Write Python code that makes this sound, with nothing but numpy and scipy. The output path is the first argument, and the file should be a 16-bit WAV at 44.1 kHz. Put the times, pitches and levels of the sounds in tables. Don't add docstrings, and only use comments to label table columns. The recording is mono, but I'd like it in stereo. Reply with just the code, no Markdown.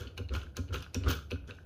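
import sys
import numpy as np
from scipy import signal
from scipy.fft import rfft, irfft
from scipy.io import wavfile
from scipy.ndimage import uniform_filter1d

SR = 44100
rng = np.random.default_rng(int(sys.argv[2]) if len(sys.argv) > 2 else 0)


def voltage_ratio(decibels):
    exponent = np.asarray(decibels, float) / 20
    return 10 ** exponent


def dump_mix(stems):
    frames = np.atleast_2d(stems).T
    limited = np.clip(frames, -1, 1)
    pcm = np.round(limited * 32767).astype(np.int16)
    wavfile.write(sys.argv[1], SR, pcm)


N = 72765
T = np.arange(N) / SR

# time_s, click_db, ping_db, scrape_s, bite_db
HANDLE_STOPS = [
    (0.178, -37, -38, 0.0083, 3),
    (0.568, -35.5, -24, 0.0088, 6.5),
    (0.8244, -39, -45, 0.0057, 3.5),
    (0.9448, -37.5, -17, 0.015, 4.5),
    (1.3097, -38, -32, 0.015, 0),
]
# start_s, level_db, swell_s, fall_s, squeal_db
SQUEEZES = [
    (-.02, -47.5, 0.031, 0.033, -25),
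    (0.325, -45, 0.037, 0.043, -23),
    (0.724, -43, 0.021, 0.042, -22),
    (1.077, -35.5, 0.033, 0.03, -16.5),
    (1.468, -58, 0.025, 0.068, -37),
]
# peak_s, level_db, rise_s, fall_s
ROCKING = [(0.016, -49.5, 0.054, 0.059), (0.346, -44.5, 0.025, 0.049), (0.749, -46, 0.031, 0.044),
           (1.084, -35, 0.031, 0.035), (1.504, -51, 0.027, 0.015)]
# time_s, deep_boom_db, boom_db, panel_db, top_db
THUDS = [(.002, -38, -36, -51, -51.5), (.05, -52, -67, -52.5, -62), (0.131, -45, -57, -70, -75),
         (0.086, -54, -46.5, -75, -62), (0.189, -32.5, -31, -43, -43), (0.218, -70, -33, -66, -54),
         (.305, -25, -45, -44.5, -46), (0.346, -51, -34, -48, -48.5), (0.441, -34.5, -50, -55, -63),
         (0.576, -30.5, -31, -36.5, -44), (.61, -35, -42.5, -66, -54), (0.694, -31.5, -29.5, -51.5, -52),
         (.74, -34.5, -40, -49, -42), (0.791, -43, -40.5, -54, -63), (.95, -30.5, -29, -33, -41.5),
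         (0.992, -58, -37.5, -44, -61), (1.044, -22, -53, -40.5, -51), (1.065, -35, -24.5, -55, -46),
         (1.084, -30.5, -30.5, -38.5, -41.5), (1.139, -41, -61, -54, -59), (1.237, -42.5, -58, -62, -76),
         (1.316, -31.5, -30.5, -36.5, -38), (1.421, -35.5, -57, -66, -79), (1.471, -46.5, -57, -51.5, -72),
         (1.51, -62, -72, -60, -53)]
# time_s, level_db, colour_hz, length_s
TICKS = [(0.071, -38, 2970, 0.016), (0.316, -47, 1380, 0.004), (0.323, -43, 1370, 0.0084),
         (0.415, -40, 2790, 0.0086), (0.466, -45, 1550, 0.0051), (0.547, -54, 1520, 0.0031),
         (0.68, -50.5, 2820, 0.01), (0.688, -49.5, 2930, 0.009), (0.706, -45, 1400, 0.0097),
         (0.724, -39, 1410, 0.013), (.864, -38.5, 1510, 0.0011), (1.061, -34, 1360, 0.015),
         (1.156, -47, 1510, 0.0039), (1.189, -39.5, 1450, 0.0027), (1.358, -44, 1470, 0.0065),
         (1.441, -56, 1415, 0.0041), (1.476, -51, 3500, 0.0074), (1.498, -41, 1530, 0.011),
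         (1.585, -44.5, 1520, 0.0033)]
# time_s, level_db, colour_hz
CLATTER = [(0.1771, -32, 2780), (.1818, -32.5, 2660), (0.187, -50, 2730), (0.2142, -46, 1490),
           (.288, -41.5, 4040), (0.2925, -35.5, 2850), (.299, -54, 2700), (0.3357, -52, 6260),
           (0.3509, -27.5, 2780), (0.352, -28, 1380), (.356, -32, 2570), (0.3613, -36.5, 1510),
           (0.3666, -38, 2930), (0.3662, -32, 1450), (0.373, -43, 1530), (0.3795, -41, 1440),
           (.404, -46, 2930), (.437, -63, 2700), (0.5765, -42, 2580), (0.74, -48, 2800), (.7405, -36, 1420),
           (0.744, -30, 2710), (0.7487, -28.5, 1355), (.7525, -41, 2660), (.755, -36, 1460),
           (0.7584, -30, 2720), (0.765, -34, 1564), (0.763, -53, 2830), (.772, -60, 1530),
           (.783, -45, 6150), (0.8435, -40, 2670), (0.9489, -30, 2640), (0.954, -35.5, 2370),
           (0.965, -53, 1230), (1.0365, -32.5, 2840), (1.0429, -38, 2870), (1.0635, -43, 1410),
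           (1.072, -25.5, 1430), (1.078, -45, 1440), (1.0823, -28, 3240), (1.087, -30.5, 5900),
           (1.0865, -39, 2920), (1.0883, -36, 1360), (1.0945, -31, 2900), (1.101, -36.5, 1160),
           (1.102, -28.5, 2730), (1.1069, -44, 3000), (1.1077, -28.5, 1520), (1.1144, -27.5, 3840),
           (1.119, -53, 3000), (1.126, -39, 2820), (1.127, -36, 1330), (1.1659, -40.5, 1400),
           (1.3059, -41.5, 2670), (1.3099, -36, 2490), (1.3165, -26, 2800), (1.476, -52, 5900),
           (1.481, -52, 1430), (1.492, -42, 1520), (1.509, -31, 2576)]

# pitch_hz, level_db, t60_s
TOOL_MODES = [(1056.4, -1, 0.089), (1195, -9, 0.072), (1367, 4.5, 0.037), (1416, 4, 0.12), (1582, 6, 0.014),
              (2297, -2.5, 0.049), (2537, 1.5, 0.061), (2970, 7, 0.0096), (3503, -4, 0.11),
              (3860, -43, 0.06), (5230, -45, 0.06), (6100, -3, 0.028), (9054, -20, 0.036),
              (10850, -14, 0.0025)]
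# pitch_hz, level_db, t60_s
SQUEAL_MODES = [(12756, 1, .05), (12950, -5, .012), (14920, 4, .03), (14700, 2, .012)]
# pitch_hz, level_db, t60_s
PIVOT_MODES = [(2600, -9, .005), (4000, -10, .003)]
# pitch_hz, level_db, t60_s, lag_s
DEEP_MODES = [(70.6, 0.7, 0.33, -0.0055)]
BOOM_MODES = [(90.64, 4.5, 0.17, -.002), (155.1, -21, 0.57, 0.0024)]
PANEL_MODES = [(255.2, 6.5, 0.074, 0.01237), (282.1, -9.5, 0.37, 0.02)]
TOP_MODES = [(355, -15, 0.16, 0.0022), (401.2, 3, 0.1, 0.0021), (481.8, 5.5, 0.08, .001),
             (564.4, -3.5, 0.091, 0.00194)]

# pitch_hz, level_db
CRACK_COLOUR = [(600, -6), (1300, -34), (2500, -26), (4500, 7), (7000, -6.5), (8200, -14.5), (12000, -17.5),
                (16000, -17)]
# pitch_hz, level_db
SCRAPE_COLOUR = [(700, -37), (1400, 4), (1950, 0.5), (3300, 2.5), (6300, 0), (7800, -11.5), (11500, -26.5),
                 (16000, -52)]
# pitch_hz, level_db
ROCK_COLOUR = [(120, 10.5), (180, -3.5), (270, 1.5), (520, 0), (800, -21), (1400, -6), (1900, -19),
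               (7000, 9.5)]
# pitch_hz, density_db
FLOOR_COLOUR = [(25, -10.5), (50, -8), (80, 2.5), (180, -15), (470, -21), (800, -29.5), (2600, -83),
                (7500, -62.5)]
# pitch_hz, side_db
WIDTH = [(100, -16), (350, -5.5), (750, 3.5), (1400, -7), (2600, 0), (16000, -0.5)]
# pitch_hz, level_db
TREBLE_SHAPE = [(7000, -2.5), (7900, -4.5), (9900, 7.5), (11200, 2), (12900, 8.5), (13900, -6), (14900, 7),
                (15800, -17)]

LEFT_RIGHT = np.array([[1], [-1]])


def knocks():
    rise_s, ping_hz, ping_t60_s, ring_db = 0.0007, 5940, 0.0034, -2.5
    rub, strike = rng.standard_normal((2, N))
    scrape, bite, slide, snap = 0, 0, 0, 0
    for s, click_db, ping_db, fall, bite_db in HANDLE_STOPS:
        scrape = scrape + voltage_ratio(click_db) * burst(s, rise_s, fall)
        bite = bite + voltage_ratio(click_db + bite_db) * burst(s, rise_s / 4, 0.51 * fall)
        slide = slide + voltage_ratio(click_db - 5.5) * burst(s - 0.002, 0.005, 0.0071)
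        snap = snap + voltage_ratio(ping_db - 10) * burst(s, 0.0001, 0.0016)
    force = rub * scrape
    lead_in = rub * slide
    ping = mode(strike * snap, ping_hz * 1.07, ping_t60_s / 2)
    ping = mode(ping, ping_hz * 0.942, ping_t60_s / 2) * voltage_ratio(-15)
    pivot = sum(voltage_ratio(db) * unit(mode(force + lead_in, hz, t60)) for hz, db, t60 in PIVOT_MODES)
    ringing = voltage_ratio(ring_db) * steel(force, TOOL_MODES)
    return colour(rub * bite, CRACK_COLOUR) + ringing + pivot * force.std() + ping


def squeezes():
    shaking, jetting = 0, 0
    for s, db, rise, fall, squeal_db in SQUEEZES:
        shaking = shaking + voltage_ratio(db) * swell(s, rise, fall)
        jetting = jetting + voltage_ratio(db + squeal_db) * swell(s, rise, 0.45 * fall)
    force = grains(5000) * judder() * shaking
    jet = grains(3700) * jetting
    rocking = sum(voltage_ratio(db + 18.5) * burst(s, rise, fall) for s, db, rise, fall in ROCKING)
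    soft_contacts = signal.lfilter(*signal.butter(4, 2200, fs=SR), grains(1500) * 1.0)
    rattle = voltage_ratio(-1) * steel(force, TOOL_MODES) + colour(force, SCRAPE_COLOUR)
    return rattle + steel(jet, SQUEAL_MODES) + colour(rocked(rocking), ROCK_COLOUR)


def rocked(rocking):
    return signal.lfilter(*signal.butter(4, 2200, fs=SR), grains(1500) * rocking)


def swell(s, rise, fall):
    start = np.clip((T - s) / 0.012, 0, 1)
    growth = voltage_ratio(-6 * (0.5 - (T - s).clip(0) / rise))
    decay = np.exp((s + rise - T).clip(None, 0) / fall)
    return start * np.where(T < s + rise, growth, decay)


def judder():
    clumps_per_s, depth_db = 160, 3.5
    k = SR // clumps_per_s
    steps = np.repeat(rng.standard_normal(N // k + 1), k)
    return unit(voltage_ratio(depth_db * uniform_filter1d(steps, k // 3)[:N]))


def grains(per_s):
    when, sign, size = rng.random((3, N))
    sizes = voltage_ratio(-3.5 * np.log(1 - 0.96 * size))
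    return unit((when < per_s / SR) * np.sign(sign - 0.5) * sizes)


def steel(force, modes):
    scale = np.sqrt(np.mean(force ** 2) / sum(voltage_ratio(m[1]) ** 2 for m in modes))
    ring = 0
    for i, (hz, db, t60) in enumerate(modes):
        ring = ring + (-1) ** i * voltage_ratio(db) * unit(mode(force, hz, t60))
    return scale * ring


def ticks():
    rise_s, blow_s = 0.0006, 0.0012
    out, noise, size = np.zeros(N), rng.standard_normal(N), SR // 20
    for s, db, hz, fall in TICKS + [(*row, blow_s) for row in CLATTER]:
        span = slice(int(s * SR) - size // 10, int(s * SR) + size)
        push = (noise * burst(s, min(rise_s, fall / 2), fall / 2))[span]
        out[span] += voltage_ratio(db) * tap(push, hz, cycles=12 if hz > 2000 else 11)
    return out


def tap(push, hz, cycles):
    low, high = (unit(mode(mode(push, f, cycles / f), f, cycles / f)) for f in (hz, hz * 1.454))
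    both = low + voltage_ratio(-6 if 2000 < hz < 3300 else -16) * high
    return both / np.abs(both).max()


def bench():
    build_cycles, wide_db = 7.3, -15.5
    out = 0
    for column, modes in enumerate((DEEP_MODES, BOOM_MODES, PANEL_MODES, TOP_MODES)):
        for i, (hz, db, t60, lag) in enumerate(modes):
            push = 0
            for row in THUDS:
                push = push + voltage_ratio(row[column + 1] + db) * np.exp(-((T - row[0] - lag) * hz * 4) ** 2)
            build = mode(push * hz * 4 / SR, hz, build_cycles / hz) * 20 * hz / build_cycles / SR
            ring = (-1) ** (i + column) * mode(build, hz, t60)
            late = np.roll(ring, int(SR / hz / 4))
            out = out + ring + voltage_ratio(wide_db) * late * LEFT_RIGHT
    return out


def ports(x):
    diffuse = 0.9
    near = echoes(x, 0.03, 1e-4, channels=1)[0]
    side = diffuse * near + np.sqrt(1 - diffuse ** 2) * signal.hilbert(x).imag
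    return x + colour(side, WIDTH) * LEFT_RIGHT


def room(x):
    tail = echoes(x, 0.32, 0.003, channels=2)
    mid, side = signal.lfilter(*signal.butter(1, 13100, fs=SR), tail)
    return voltage_ratio(-7) * (mid + colour(side, WIDTH) * LEFT_RIGHT)


def echoes(x, t60, rise, channels):
    places, place_s = 6, 0.045
    t = T[:int(SR * 0.45)]
    tail = rng.standard_normal((places, channels, len(t))) * voltage_ratio(-60 * t / t60) * np.clip(t / rise, 0, 1)
    tail = tail / np.sqrt(np.sum(tail[0, 0] ** 2))
    turn = (T / place_s - np.arange(places)[:, None]) % places
    parts = x * np.cos(np.pi / 2 * np.minimum(turn, places - turn).clip(0, 1))
    return signal.fftconvolve(parts[:, None], tail, axes=2).sum(axis=0)[:, :N]


def workshop():
    mid, side = (colour(rng.standard_normal(N), FLOOR_COLOUR) for _ in range(2))
    return voltage_ratio(-49.5) * unit(mid + colour(side, WIDTH) * LEFT_RIGHT)


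def unit(x):
    return x / np.sqrt(np.mean(x ** 2))


def mode(x, hz, t60):
    r = np.exp(-np.log(1000) / (max(t60, 0.001) * SR))
    w = 2 * np.pi * hz / SR
    return signal.lfilter([0, np.sin(w)], [1, -2 * r * np.cos(w), r * r], x)


def colour(x, points):
    hz, db = np.array(points).T
    bins_hz = np.arange(N // 2 + 1) * SR / N + 1
    return irfft(rfft(x) * voltage_ratio(np.interp(np.log(bins_hz), np.log(hz), db)), N)


def burst(s, rise, fall):
    return np.exp(np.where(T < s, (T - s) / max(rise, 1e-4), (s - T) / max(fall, 1e-4)))


def scene():
    tool = knocks() + squeezes() + ticks()
    return (ports(tool) + room(tool) + bench() + workshop()) * voltage_ratio([[-0.17], [0.17]])


def roll_off(x):
    return signal.sosfilt(signal.butter(12, 15850, fs=SR, output="sos"), x)


def record(dry):
    low_cut = signal.butter(2, 46, "high", fs=SR, output="sos")
    heard = colour(signal.sosfilt(low_cut, dry), TREBLE_SHAPE)
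    return roll_off(heard)


dry = scene()
out = record(dry)
dump_mix(out)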